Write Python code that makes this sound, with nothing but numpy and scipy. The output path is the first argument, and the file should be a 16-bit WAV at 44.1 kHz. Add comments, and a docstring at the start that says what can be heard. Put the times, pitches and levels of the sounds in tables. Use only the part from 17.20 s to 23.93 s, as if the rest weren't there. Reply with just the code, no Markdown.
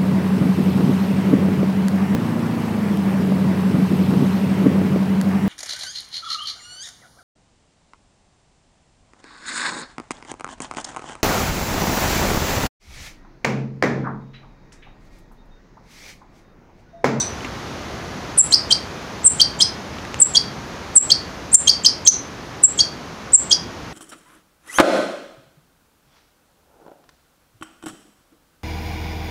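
"""Begging fledgling finch

A young finch begs on a table in a small room, very near the microphone. Each cluster is a thin falling
'tsee' and one to three lower rising 'chip's: quick pitch curves sung by both sides of the syrinx, its voice box.
A few light ticks, made of damped rings and snaps of noise, sound over steady coloured room noise.
Random reflections make the echoes; the recorder's limiter turns the loudest calls down, and peaks clip.
"""
import sys
import numpy as np
from scipy import signal
from scipy.fft import rfft, irfft
from scipy.io import wavfile
from scipy.ndimage import uniform_filter1d

SR = 44100
rng = np.random.default_rng(int(sys.argv[2]) if len(sys.argv) > 2 else 0)


def wav_out(sig):
    """Save sig, one row per channel (or a flat mono array), as 16-bit PCM at SR to the path in sys.argv[1]."""
    wavfile.write(sys.argv[1], SR, np.round(np.clip(np.atleast_2d(sig).T, -1, 1) * 32767).astype(np.int16))


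N = 296793  # length of the scene in samples

# Thin 'tsee's, which go to a crest, drop and slide to a trough.
# Columns: [t/s, rise/s, fall/s, crest f/Hz, trough f/Hz, start level/dB, crest level/dB,
# level/dB after the drop (before it grows), lead-in whistle level/dB,
# level/dB of the whistle over the crest, level/dB of the whistle over the fall]
TSEES = [ (1.174, .012, 0.022, 9500, 7354, -19, -3.5, -3.5, -52, -13.5, -33),
         (2.043, .019, .013, 8270, 7330, -16, -3, -2, -34, -36, -2.5),
         (3.000, 0.014, 0.013, 8870, 7400, -3.5, -17, -0.5, -32, -18, -33),
         (3.754, 0.0057, .019, 8870, 7450, -11, -8, 2.5, -39, -14.5, -39),
         (4.327, 0.014, 0.011, 8660, 7120, -12, -9, 3.5, -26.5, -14.5, 1),
         (5.428, 0.0063, 0.0185, 9200, 7374, -28, -15.5, 0, -47, -36, -40),
         (6.132, 0.012, 0.01, 8210, 7300, -6.5, 1.5, 4, -27, -40, -40)]
# Whistle arcs riding above the main voice: [length/s, then first, middle and last f/Hz above crest or trough]
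OVER_CREST = (0.0216, 170, 1080, 310)
OVER_TROUGH = (0.016, 1850, 1430, 1200)
TSEE_START_HZ = 7810
CREST_SHARE = 0.6  # the crest comes part way through the rise
DROP_S, SLIDE_HZ = 0.003, 837  # from the crest the pitch drops at once to this far above the trough
FALL_CURVE = 1.5  # the slide flattens out
FLICK_S, FLICK_HZ = 0.0087, 606  # each ends with a small upward flick
TSEE_SURGE_S, TSEE_GROW_DB = 0.0043, 4.5  # the level shifts at the drop and grows along the slide
TSEE_RELEASE_S, TSEE_RELEASE_DB = 0.0013, 18.5
CREST_DELAY_S, FALL_DELAY_S = 0.003, 0.0025  # the whistles come in slightly late


def tsee(s, rise, fall, crest_hz, trough_hz, start_db, crest_db, fall_db,
         lead_db, over_crest_db, over_fall_db):
    """The pitch goes to a crest, drops into a slide and flicks up; gives the main gesture and its whistles."""
    t = np.arange(int((rise + fall + FLICK_S) * SR)) / SR
    sliding = ramp(t, rise, fall)
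    flick = FLICK_HZ * ramp(t, rise + fall, FLICK_S)
    rising_hz = TSEE_START_HZ + (crest_hz - TSEE_START_HZ) * ramp(t, 0, CREST_SHARE * rise)
    falling_hz = trough_hz + SLIDE_HZ * (1 - sliding) ** FALL_CURVE + flick
    hz = rising_hz + (falling_hz - rising_hz) * ramp(t, rise, DROP_S)

    db = np.interp(t, [0, rise, rise + TSEE_SURGE_S], [start_db, crest_db, fall_db])
    db = db + TSEE_GROW_DB * sliding
    db = db - TSEE_RELEASE_DB * ramp(t, t[-1] - TSEE_RELEASE_S, TSEE_RELEASE_S)

    whistles = [lead_in(s, lead_db),
                arc(s + CREST_DELAY_S, OVER_CREST, crest_hz, over_crest_db),
                arc(s + rise + FALL_DELAY_S, OVER_TROUGH, trough_hz, over_fall_db)]
    return (s, hz, db, 0), whistles


# 'Chip's, a low note that breaks, climbs to a loud top and fades.
# Columns: [t/s, low note/s, climb/s, fade/s, low note f/Hz (middle of its sag), top f/Hz, arch of the top f/Hz,
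# end f/Hz, low note peak level/dB, climb level/dB, top level/dB (before arch and fade),
# low note's extra overtone level/dB, lead-in whistle level/dB, top whistle level/dB]
CHIPS = [ (1.319, 0.0052, 0.015, 0.014, 3100, 4525, 130, 5070, -20.5, -11, -2, -4, -21, -10),
         (1.504, 0.015, 0.0064, 0.0083, 3123, 4710, 20, 4760, -6.5, -13, -3, -23, -36, -14),
         (2.196, 0.013, 0.0074, .011, 3152, 4564, -4, 4650, -6.5, -17.5, -0.5, -8, -27, -10.5),
         (2.401, 0.012, 0.0095, 0.014, 3192, 4870, 80, 5160, -7.5, -11, -4, -10, -24, -11.5),
         (3.147, 0.016, 0.0068, .015, 3257, 4540, 50, 4740, -6.5, -20, -2, -3, -22.5, -12),
         (3.899, 0.0093, .010, .011, 3190, 4510, 0, 4800, -10, -18, 0.5, 1.5, -27, -11),
         (4.472, 0.012, 0.011, 0.011, 3170, 4460, 50, 4830, -5, -17.5, -.5, 5, -26, -9),
         (4.646, 0.0093, .007, 0.0156, 3118, 4510, 202, 4960, -7.5, -16.5, -2, 7.5, -24.5, -4),
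         (4.862, 0.0095, .0045, .027, 3200, 5630, 603, 5670, -13, -11, 0, 8, -19.5, 2.5),
         (5.587, .014, 0.0039, 0.014, 3237, 4600, 4, 4550, -9.5, -22, -4.5, 4.5, -21, -13),
         (6.307, 0.015, 0.0033, 0.015, 3236, 4760, 100, 4840, -8, -24, -6.5, -1, -24, -7.5)]
# Whistle arc above the top of a chip: [length/s, then first, middle and last f/Hz above the top]
OVER_TOP = (.014, 330, 720, 1600)
LOW_SAG_HZ = 168  # the low note sags in the middle
LOW_SWELL_DB, LOW_PEAK_SHARE, LOW_WANE_DB = 13, 0.65, 2.5  # it swells, and wanes before the break
BREAK_HZ, BREAK_S, CLIMB_HZ_PER_S = 4015, 0.00043, 30400  # it jumps up here, then climbs
TOP_JUMP_S, CHIP_SURGE_S = 0.001, 0.0023  # pitch and level hurry to the top
CHIP_FADE_DB, FADE_CURVE = 19, 2.9  # the top fades ever faster
ARCH_DB_PER_HZ = 0.0078  # the level follows the arch of the pitch
TOP_LEAD_S = 0.003  # the top whistle comes in early


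def chip(s, low, climb, fade, low_hz, top_hz, arch_hz, end_hz, low_db, climb_db, top_db,
         overtone_db, lead_db, whistle_db):
    """A reedy low note breaks into a climb that surges at the top; gives the main gesture and its whistles."""
    top = low + climb
    t = np.arange(int((top + fade) * SR)) / SR
    broken = ramp(t, low - BREAK_S / 2, BREAK_S)
    surging = ramp(t, top - CHIP_SURGE_S, CHIP_SURGE_S)
    fading = ramp(t, top, fade)

    low_note_hz = low_hz + LOW_SAG_HZ * (1 - np.sin(np.pi * ramp(t, 0, low)))
    climbing_hz = BREAK_HZ + CLIMB_HZ_PER_S * (t - low)
    arch = arch_hz * np.sin(np.pi * fading)
    top_note_hz = top_hz + (end_hz - top_hz) * fading + arch
    high_note_hz = climbing_hz + (top_note_hz - climbing_hz) * ramp(t, top - TOP_JUMP_S, TOP_JUMP_S)
    hz = low_note_hz + broken * (high_note_hz - low_note_hz)

    below_peak_db = np.interp(t, [0, LOW_PEAK_SHARE * low, low], [LOW_SWELL_DB, 0, LOW_WANE_DB])
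    low_level = low_db - below_peak_db
    high_level = climb_db + (top_db - climb_db) * surging
    high_level = high_level + ARCH_DB_PER_HZ * arch - CHIP_FADE_DB * fading ** FADE_CURVE
    db = low_level + broken * (high_level - low_level)

    whistles = [lead_in(s, lead_db), arc(s + top - TOP_LEAD_S, OVER_TOP, top_hz, whistle_db)]
    return (s, hz, db, overtone_db * (1 - broken)), whistles


# Low pitches are reedy with strong overtones; the middle ones waver most; rasp varies with pitch.
# Columns: [f/Hz, second harmonic level/dB, third harmonic level/dB, rasp level/dB, pitch jitter as a share]
REGISTER = [(3200, -6, -30, -10.5, 0.0047), (4190, -5, -25, -9, 0.01), (4480, -27.5, -52, -31.5, 0.023),
            (5400, -53, -62, -8, 0.018), (7620, -54, -74, -59, 0.002), (9200, -62, -78, -32, 0.0163)]
# Colour of the rasp: [f/Hz, level/dB]
RASP = [(2500, -41), (3150, -3), (4500, -3), (6300, 0), (7500, -7.5), (10000, -10), (11200, -22),
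        (13000, -37)]
ONSET_S = 0.002  # soft start and end of each gesture


def main_voice(gestures, shimmer_db=1.5):
    """One membrane of the syrinx follows each quick pitch gesture, with overtones and rasp set by its pitch."""
    out, rasp, unsteady, flutter = np.zeros(N), noise(RASP), waver(460), waver(240)
    for s, hz, level, overtone_db in gestures:
        at = int(s * SR) + np.arange(len(hz))
        t = at / SR
        shaky_hz = hz * (1 + read(REGISTER, hz, axis=4) * unsteady[at])
        phase = 2 * np.pi * np.cumsum(shaky_hz) / SR
        tone = np.sin(phase)
        tone += gain_of(read(REGISTER, hz, axis=1) + overtone_db) * np.sin(2 * phase)
        tone += gain_of(read(REGISTER, hz, axis=2)) * np.sin(3 * phase)
        tone += gain_of(read(REGISTER, hz, axis=3)) * rasp[at]
        edges = np.clip(np.minimum(t - t[0], t[-1] - t) / ONSET_S, 0, 1)
        add(out, s, tone * edges * gain_of(level + shimmer_db * flutter[at]))
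    return out


def second_voice(whistles, jitter=0.021):
    """The other membrane whistles short arcs that beat against the main voice where they overlap."""
    out, unsteady = np.zeros(N), waver(980)
    for s, length, first, middle, last, db in whistles:
        u = np.linspace(0, 1, max(int(length * SR), 2))
        bend = np.polyval(np.polyfit([0, .5, 1], [first, middle, last], 2), u)  # smooth curve through 3 pitches
        hz = bend * (1 + jitter * unsteady[int(s * SR):][:len(u)])
        whistle = np.sin(2 * np.pi * np.cumsum(hz) / SR)
        add(out, s, gain_of(db) * signal.windows.tukey(len(u), .5) * whistle)
    return out


# Whistle that starts just before a call: [length/s, first f/Hz, middle f/Hz, last f/Hz]
LEAD_IN = (0.015, 6950, 7550, 7550)
LEAD_OVERLAP_S = 0.003  # it runs this far into the call


def lead_in(s, db):
    """Places the short whistle of the other membrane that leads into a call at time s."""
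    return arc(s - LEAD_IN[0] + LEAD_OVERLAP_S, LEAD_IN, 0, db)


def arc(s, shape, base_hz, db):
    """Places a whistle on a base pitch: (s, length s, first Hz, middle Hz, last Hz, dB)."""
    length, first, middle, last = shape
    return s, length, base_hz + first, base_hz + middle, base_hz + last, db


# Light dry ticks and scuffs of beak and claws.
# Columns: [t/s, ring level/dB, ring f/Hz, decay/s, amount of noisy snap relative to the ring]
TICKS = [(.207, -32.5, 3000, 0.0035, 1.5), (0.221, -38, 356, 0.015, 0.98), (0.247, -21, 2197, 0.0021, 1.3),
         (.250, -26, 316, 0.01, .6), (2.7855, -20.5, 2900, 0.0005, .3), (2.8514, -22, 1910, 0.0012, 0.56),
         (2.9437, -11, 2760, 0.00049, 1)]
# Colour of the snap: [f/Hz, level/dB]
SNAP = [(100, 20), (1000, 1), (2400, 15), (4000, -15), (7000, -3), (11000, -43), (15000, -35)]


def ticks():
    """Each tick is a snap of noise and one heavily damped ring."""
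    out, t, grit = np.zeros(N), np.arange(SR // 20) / SR, noise(SNAP)
    for s, db, hz, decay, snap in TICKS:
        blow = np.sin(2 * np.pi * hz * t) + snap * grit[int(s * SR):][:len(t)]
        add(out, s, gain_of(db) * blow * np.exp(-t / decay))
    return out


# The room's ring: [f/Hz, time to die away by 60 dB/s, level/dB]
ROOM = [(1000, 0.12, -23.5), (3200, 0.42, -19.5), (4800, 0.26, -8.5), (6400, 0.28, -14), (7560, 0.22, -15),
        (10240, 0.3, -12), (15000, 0.059, -19)]


def room(x, near_db=-13, near_s=0.017, gap_s=0.0053):
    """Quick reflections from the table and the things on it, then the diffuse ring of the walls."""
    t = np.arange(SR // 2) / SR
    # random clicks of either sign, on about one sample in ten
    near, diffuse = rng.choice([-1., 1.], (2, len(t))) * (rng.random((2, len(t))) < 1 / 10)
    near = near * np.exp(-t / near_s) * (t > gap_s / 2)
    # each pitch of the ring dies away at its own pace
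    hz, age, z = signal.stft(diffuse * (t > gap_s), SR, nperseg=256)
    decay = np.exp(-np.log(1000) * age / read(ROOM, hz)[:, None])
    tail = signal.istft(z * decay, SR)[1][:len(t)]
    walls = coloured(tail / np.linalg.norm(tail), [(f, db) for f, t60, db in ROOM])[:len(t)]
    echo = gain_of(near_db) * near / np.linalg.norm(near) + walls
    return signal.fftconvolve(x, echo)[:N]


# The room still ringing from a chip an instant earlier: [f/Hz, relative level/dB per Hz]
LAST_CHIP = [(2900, -57), (3600, -20), (4200, -14.5), (5100, -28), (5650, -17), (6000, 7.5), (6300, -15),
             (6700, -28), (8000, -20), (9200, -26.5), (10300, -47), (13000, -65)]


def dying_ring(db=-13.5, t60=0.26):
    """The echo of an earlier chip, coloured noise that fades away from the start."""
    return noise(LAST_CHIP) * gain_of(db) * np.exp(-np.log(1000) * np.arange(N) / SR / t60)


# Steady room noise: [f/Hz, relative level/dB per Hz]
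AIR = [(20, -26), (35, -15), (60, -0.5), (150, -0.5), (290, -2.5), (520, -6.5), (1200, -9), (1900, -13.5),
       (3100, -18.5), (6400, -22), (8100, -38), (10200, -36.5), (11800, -37), (13000, -37.5),
       (15500, -37.5)]
# Its slow drift, added to the base level: [t/s, level/dB]
AIR_DRIFT = [(0, 2.5), (1, 2.37), (2.5, 1.27), (4.1, 0.8), (4.6, -0.5), (6.1, -0.5), (6.7, -0.3)]
AIR_DB = -33.5  # base level


def air():
    """Rumble and hiss of the room: coloured noise whose level drifts slowly."""
    drift_db = np.interp(np.arange(N) / SR, *np.transpose(AIR_DRIFT))
    return noise(AIR) * gain_of(AIR_DB + drift_db)


def noise(spectrum):
    """Noise of a given colour, as long as the scene."""
    return evened(coloured(rng.standard_normal(N), spectrum))


def waver(rate_hz):
    """Smooth random wandering of unit size, up to a given rate."""
    smoother = signal.butter(2, rate_hz, fs=SR, output="sos")
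    return evened(signal.sosfilt(smoother, rng.standard_normal(N)))


def coloured(x, spectrum):
    """Shapes a sound by a gain curve."""
    gain = gain_of(read(spectrum, np.fft.rfftfreq(2 * N, 1 / SR)))
    return irfft(rfft(x, 2 * N) * gain)[:N]


def evened(x):
    """Scales to an rms (average strength) of one."""
    return x / np.sqrt(np.mean(x ** 2) + 1e-20)


def read(points, hz, axis=1):
    """Reads one column of a table along a log-frequency axis."""
    columns = np.transpose(points)
    return np.interp(np.log(hz + 1), np.log(columns[0] + 1), columns[axis])


def gain_of(db):
    """Decibels to amplitude."""
    return 10 ** (np.asarray(db) / 20)


def ramp(t, start, length):
    """Goes from 0 to 1 over a given stretch of time."""
    return np.clip((t - start) / length, 0, 1)


def add(mix, s, sound):
    """Adds a sound into the mix at time s."""
    part = mix[round(s * SR):][:len(sound)]
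    part += sound[:len(part)]


def scene():
    """The bird hops about, so calls take turns among five sets of reflections."""
    gestures, whistles = zip(*[tsee(*row) for row in TSEES], *[chip(*row) for row in CHIPS])
    bird = main_voice(gestures) + second_voice(sum(whistles, [])) + ticks()
    # number of the current call, counted from just before it starts
    starts = sorted(gesture[0] - .03 for gesture in gestures)
    call = np.searchsorted(starts, np.arange(N) / SR)
    echoes = sum(room(bird * (call % 5 == place)) for place in range(5))
    return (bird + echoes + dying_ring() + air())[None]


def limiter(x, threshold_db=-9.5, attack_s=0.0092, recovery_db_per_s=400):
    """Listens mostly to the treble, turns everything down within milliseconds and soon lets go."""
    power = uniform_filter1d(np.diff(x, prepend=0) ** 2, size=88)  # the difference favours treble
    over_db = np.maximum(10 * np.log10(abs(power) + 1e-12) - threshold_db, 0)
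    fall = np.arange(N) * recovery_db_per_s / SR
    held_db = np.maximum.accumulate(over_db + fall) - fall  # jumps up, then sinks steadily
    r = np.exp(-1 / (attack_s * SR))
    return x * gain_of(-signal.lfilter([1 - r], [1, -r], held_db))


# The recorder's dull top: [f/Hz, level/dB]
TOP = [(9000, 0), (11000, -1), (13000, -5), (15500, -5)]
EDGE_HZ = 15550  # hardly anything passes above this


def record(dry):
    """The limiter, clipping of the peaks that slip past it, a dull top and the band limit."""
    clipped = np.clip(limiter(dry[0]), -.94, .94)
    dulled = coloured(clipped, TOP)
    band_limit = signal.firwin(255, EDGE_HZ, window=("kaiser", 8), fs=SR)
    return signal.oaconvolve(dulled, band_limit, "same")[None]


dry = scene()
out = record(dry)
wav_out(out)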